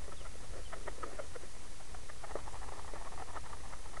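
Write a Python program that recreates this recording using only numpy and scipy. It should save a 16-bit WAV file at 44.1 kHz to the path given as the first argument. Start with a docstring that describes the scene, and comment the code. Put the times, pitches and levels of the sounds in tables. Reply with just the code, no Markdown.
"""Chicks dust-bathing in a woven tub of dry dirt, close to a small, dull, hissy microphone.
Feet knock and scrape as one chick flicks its wings, up to about six times a second, among faint peeps.
Just past halfway two shuffle their bodies through the dust, a foot lands hard and flung crumbs tick;
one more thin peep, and the flicks return for the last second. The brood stirs over a low rumble."""
import sys
import numpy as np
from scipy.fft import rfft, irfft, next_fast_len
from scipy.io import wavfile
from scipy.ndimage import uniform_filter1d, map_coordinates

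SR = 44100
rng = np.random.default_rng(int(sys.argv[2]) if len(sys.argv) > 2 else 0)


def transcribe(u):
    """Save the signal u as a 16-bit wav file named by the first command-line argument.

    u: samples, shape (n,) or (channels, n), limited to [-1, 1]; the rate is SR.
    q: integer samples, one column per channel.
    """
    v = np.clip(np.atleast_2d(u).T, -1, 1)
    q = np.round(v * 32767).astype(np.int16)
    wavfile.write(sys.argv[1], SR, q)


N = 176400


def amp(db):
    return 10 ** (np.asarray(db) / 20)


def unit(x):
    return x / np.sqrt(np.mean(x ** 2) + 1e-20)


def clock():
    return np.arange(N) / SR


def filtered(x, response):
    """x through a gain given as a function of frequency in Hz."""
    size = next_fast_len(len(x) + 8192)
    return irfft(rfft(x, size) * response(np.fft.rfftfreq(size, 1 / SR)), size)[:len(x)]


def coloured(x, points):
    """x shaped by a spectrum of (freq_hz, gain_db) points, at rms 1."""
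    freq_hz, gain_db = np.transpose(points)
    return unit(filtered(x, lambda hz: amp(np.interp(np.log(hz + 1), np.log(freq_hz), gain_db))))


def resonate(x, peaks):
    """x through parallel resonances of alternating polarity."""
    return filtered(x, lambda hz: sum(
        (-1) ** k * amp(db) * 1j * hz * width / (centre ** 2 - hz ** 2 + 1j * hz * width)
        for k, (centre, width, db) in enumerate(peaks)))


def wobble(knots_per_s):
    """A smooth random curve."""
    knots = rng.standard_normal(int(N * knots_per_s / SR) + 4)
    return map_coordinates(knots, [clock() * knots_per_s])


def swell(t, rise_s, fall_s):
    """A bell around t = 0 with its own rise and fall."""
    return np.exp(-(t / np.where(t < 0, rise_s, fall_s)) ** 2)


def add(out, x, start_s):
    i = max(round(start_s * SR), 0)
    out[i:i + len(x)] += x[:max(len(out) - i, 0)]


def grains(per_s=1700):
    """Specks of dirt slipping at random moments."""
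    return (rng.random(N) < per_s / SR) * rng.standard_normal(N)


def rubbing(strokes, colour):
    """Dense grains of dirt under a swell for each stroke."""
    t = clock()
    power = sum((amp(db) * swell(t - peak_s, rise, fall)) ** 2 for peak_s, db, rise, fall in strokes)
    return np.sqrt(power) * coloured(grains(), colour)


def impacts(hits, modes, scatter_db=2.5, detune=0.04, attack_s=0.002):
    """Each hit rings a few heavily damped modes, a little differently every time."""
    out, t = np.zeros(N), np.arange(SR // 10) / SR
    for start_s, peak_db in hits:
        ring = np.zeros(len(t))
        for hz, db, t60_s in modes:
            decay = amp(db + rng.normal(0, scatter_db) - 60 * t / t60_s)
            ring += decay * np.sin(2 * np.pi * hz * rng.normal(1, detune) * t)
        ring *= 1 - np.exp(-t / attack_s)
        add(out, -amp(peak_db) * ring / np.abs(ring).max(), start_s)
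    return out


def wing_flicks():
    """Feathers zip past each other in a slowing train of slips: a rasp, a ringing quill, a hollow flap."""
    # wing strokes: peak_s, rasp_db, quill_db, quill_hz, flap_db, slip_hz, half_length_s
    flicks = [(0.125, -51, -52, 1297, -53, 595, 0.0084), (0.261, -52.5, -53.5, 1357, -55.5, 621, 0.013),
              (0.735, -42, -51, 1210, -47.5, 631, 0.0097), (0.8824, -40.5, -45.5, 950, -41, 584, 0.0072),
              (1.037, -42.5, -37, 1270, -45.5, 500, 0.0069), (1.196, -45.5, -46, 1380, -38.5, 606, 0.0083),
              (1.36, -49, -54, 1405, -42.5, 528, 0.0083), (1.807, -56.5, -58.5, 780, -58, 650, 0.01),
              (1.949, -48, -45, 751, -49, 702, 0.0044), (2.099, -45.5, -49.5, 1985, -52.5, 629, 0.006),
              (2.244, -47, -52, 863, -48.5, 703, 0.0097), (3.074, -53, -45.5, 1080, -60, 703, 0.007),
              (3.222, -46, -46, 761, -52, 474, 0.0075), (3.374, -51, -41, 1295, -48, 658, 0.0059),
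              (3.467, -51.5, -55, 908, -60, 476, 0.01), (3.534, -49.5, -46.5, 1180, -59, 600, 0.0047),
              (3.736, -50.2, -51.5, 1244, -56, 580, 0.0084), (3.973, -44.5, -41.5, 1324, -49, 700, 0.005)]
    # resonances of the tub that colour the rasp: centre_hz, width_hz, gain_db
    rasp_peaks = [(920, 330, -1.5), (1332, 190, 0.5), (1765, 284, -2), (2096, 260, -4), (3000, 400, -14.5)]
    # resonances of the flapping wing: centre_hz, width_hz, gain_db
    flap_peaks = [(395, 118, 0), (617, 147, 0)]
    slip_sag, quill_sag = 0.07, 0.02525  # fractional fall in frequency per half length
    slip_scatter, tone_waver = 0.14, 0.046
    air_share, puff_db, flap_lag_s = 0.36, -1, 0.0023
    steepness, brush_db, muffle_hz = 2.9, -12, 2650
    out, t = np.zeros(N), np.arange(-SR // 20, SR // 20) / SR
    for peak_s, rasp_db, quill_db, quill_hz, flap_db, slip_hz, half_s in flicks:
        air, jitter = rng.standard_normal((2, len(t)))
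        uneven = unit(uniform_filter1d(jitter, size=90))
        progress = np.clip(t / half_s, -2, 2)

        def cycles(hz, sag, waver):
            return np.cumsum(hz * np.exp(-sag * progress + waver * uneven)) / SR

        slips = np.diff(np.floor(cycles(slip_hz, slip_sag, slip_scatter)), prepend=0)  # one per cycle
        drive = np.sqrt(1 - air_share) * unit(slips - slips.mean()) + np.sqrt(air_share) * air
        rasp = resonate(drive, rasp_peaks)
        quill = np.sin(2 * np.pi * cycles(quill_hz, quill_sag, tone_waver))
        flap = unit(np.sin(2 * np.pi * cycles(slip_hz, slip_sag, tone_waver)))
        flap += amp(puff_db) * unit(resonate(drive, flap_peaks))
        brushing = amp(brush_db) * swell(t, 2 * half_s, 2 * half_s)  # soft skirt around the core
        for sound, db, lag_s in [(rasp, rasp_db, 0), (quill, quill_db, 0), (flap, flap_db, flap_lag_s)]:
            core = np.exp(-np.abs((t - lag_s) / half_s) ** steepness)
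            shape = np.maximum(core, brushing)
            shape_rms = np.sqrt(np.mean(shape ** 2))
            add(out, amp(db) * shape_rms * unit(shape * sound), peak_s + t[0])
    # soft feathers carry little treble
    return filtered(out, lambda hz: 1 / np.sqrt(1 + (hz / muffle_hz) ** 4))


def body_shuffles():
    """Bodies rub through the dry dust in quick strokes."""
    # body strokes: peak_s, level_db, rise_s, fall_s
    shuffles = [(2.321, -47, 0.037, 0.009), (2.373, -51, 0.034, 0.01), (2.397, -48.5, 0.012, 0.012),
                (2.482, -51, 0.029, 0.016), (2.557, -50.5, 0.04, 0.024), (2.643, -49.5, 0.033, 0.01),
                (2.69, -49, 0.021, 0.0057), (2.734, -49, 0.018, 0.012), (2.796, -51, 0.042, 0.018),
                (2.884, -47.5, 0.014, 0.022), (2.968, -48, 0.019, 0.016), (3.02, -47.5, 0.019, 0.011),
                (3.065, -48, 0.021, 0.022), (3.135, -47, 0.015, 0.011), (3.205, -47, 0.023, 0.022),
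                (3.305, -49, 0.027, 0.0094), (3.36, -44.5, 0.026, 0.024), (3.455, -53, 0.023, 0.018),
                (3.523, -51, 0.033, 0.032), (3.648, -53, 0.025, 0.02), (3.725, -53.5, 0.042, 0.034),
                (3.861, -54, 0.025, 0.015), (3.955, -54, 0.027, 0.015)]
    # spectrum of rubbed dust: freq_hz, gain_db
    dust = [(120, -45), (280, -5), (410, -1.5), (560, -3.5), (790, 6), (1100, 2), (1300, -0.5),
            (1520, -14.5), (1800, -2), (2050, -9.5), (2500, -18), (4200, -23), (9000, -62)]
    return rubbing(shuffles, dust)


def foot_knocks():
    """Feet strike the ground under the tub, which gives a short, dull ring."""
    # footfalls: start_s, peak_db
    knocks = [(.080, -37), (.092, -40), (0.214, -44), (.354, -42.5), (1.073, -49), (2.3545, -24),
              (2.363, -35.5), (2.7215, -39), (2.9358, -33)]
    # modes of the ground: pitch_hz, level_db, t60_s
    ground = [(436, -11.5, 0.033), (555, -0.5, 0.016), (1210, -11, .014), (1900, -19, 0.026)]
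    return impacts(knocks, ground)


def foot_scrapes():
    """Feet drag over the dirt with a low, grainy scuff."""
    # foot strokes: peak_s, level_db, rise_s, fall_s
    scrapes = [(.138, -57, 0.012, 0.011), (.44, -50.5, 0.012, 0.014), (.587, -48, 0.057, 0.022),
               (.752, -52, 0.006, 0.037), (.88, -56, 0.083, 0.08), (1.10, -51.5, 0.12, 0.063),
               (1.225, -54, 0.043, 0.027), (1.436, -48.5, 0.0062, .012)]
    # spectrum of scraped ground: freq_hz, gain_db
    scuff = [(150, -47), (300, -4.5), (400, 0), (560, -1), (780, -14.5), (1000, -27), (1300, -9),
             (1550, -20), (1850, -15), (2600, -38), (6000, -56)]
    return rubbing(scrapes, scuff)


def flung_crumbs():
    """Flung crumbs of soil land with dry ticks."""
    # landings: start_s, peak_db
    landings = [(2.478, -36), (2.691, -39), (2.722, -37), (2.793, -42), (2.846, -41.5), (2.885, -42),
                (3.016, -40.5), (3.176, -37)]
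    # modes a landing crumb rings: pitch_hz, level_db, t60_s
    modes = [(860, 3.5, 0.012), (1120, -5, 0.017), (1930, -17.5, 0.013)]
    return impacts(landings, modes)


def peeps(bend=0.83, waver=0.014, flutter_db=2.5):
    """The chicks' thin whistles glide, unsteady in pitch and strength."""
    # calls: start_s, length_s, start_hz, end_hz, level_db
    calls = [(0.165, 0.028, 3850, 3240, -59.5), (0.197, .023, 3300, 2820, -56.5),
             (0.643, 0.044, 3320, 2950, -59.5), (2.522, 0.0174, 6960, 7700, -58)]
    out = np.zeros(N)
    for start_s, length_s, start_hz, end_hz, db in calls:
        n = int(length_s * SR)
        progress = np.linspace(0, 1, n)
        glide_hz = start_hz + (end_hz - start_hz) * progress ** bend
        pitch_hz = glide_hz * (1 + waver * wobble(190)[:n])
        level = amp(db + flutter_db * wobble(210)[:n])
        arch = np.sqrt(2 * np.abs(np.sin(np.pi * progress)))
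        add(out, level * arch * np.sin(2 * np.pi * np.cumsum(pitch_hz) / SR), start_s)
    return out


def brood_stirring(level_db=-59.5, uneven_db=-2.0):
    """The other chicks never keep quite still: a faint, grainy rustle."""
    # spectrum of the rustle: freq_hz, gain_db
    rustle = [(120, -11.5), (250, -5), (480, -4), (800, -8.5), (1250, -8.5), (1550, -15.5), (1900, -9.5),
              (2800, -22.5), (6000, -49)]
    return amp(level_db + uneven_db * wobble(22.47)) * coloured(grains(), rustle)


def low_rumble(base_db=-47):
    """A low rumble behind the birds rises and sinks a little."""
    # spectrum of the rumble: freq_hz, gain_db
    colour = [(5, -10), (14, 10), (28, 1), (75, -5), (110, -11.5), (170, -19), (260, -29.5), (2000, -101)]
    # its slow drift about the base level: time_s, offset_db
    drift = [(.9, 1.5), (1.4, -2.5), (2.7, 1), (4, -1)]
    level = amp(base_db + np.interp(clock(), *np.transpose(drift)))
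    return level * coloured(rng.standard_normal(N), colour)


def microphone_noise(hiss_db=-57.5):
    """The small microphone's own even hiss and thin electrical whine."""
    # spectrum of the hiss: freq_hz, gain_db
    colour = [(100, 4.5), (1500, 1.1), (6000, 1.5), (9500, 1.5), (10500, -1.5), (11300, -11), (12000, -23)]
    # steady tones of the whine: pitch_hz, level_db
    tones = [(4800, -84), (5600, -84), (6100, -79), (6200, -78), (7000, -91), (7400, -95), (10526, -78.5),
             (11524, -87.5)]
    t = clock()
    whine = sum(amp(db) * np.sqrt(2) * np.sin(2 * np.pi * (hz * t + rng.random())) for hz, db in tones)
    return whine + amp(hiss_db) * coloured(rng.standard_normal(N), colour)


def scene():
    """All the chicks in mono, at one microphone close to the tub."""
    dirt = body_shuffles() + foot_scrapes() + brood_stirring()
    chicks = wing_flicks() + dirt + foot_knocks() + flung_crumbs() + peeps()
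    return (chicks + low_rumble() + microphone_noise())[None]


def record(dry):
    """The recorder sits slightly off zero and keeps nothing above its band limit."""
    dc_offset, top_hz = -0.0192, 12240
    return dc_offset + filtered(dry[0], lambda hz: hz < top_hz)[None]


dry = scene()
out = record(dry)
transcribe(out)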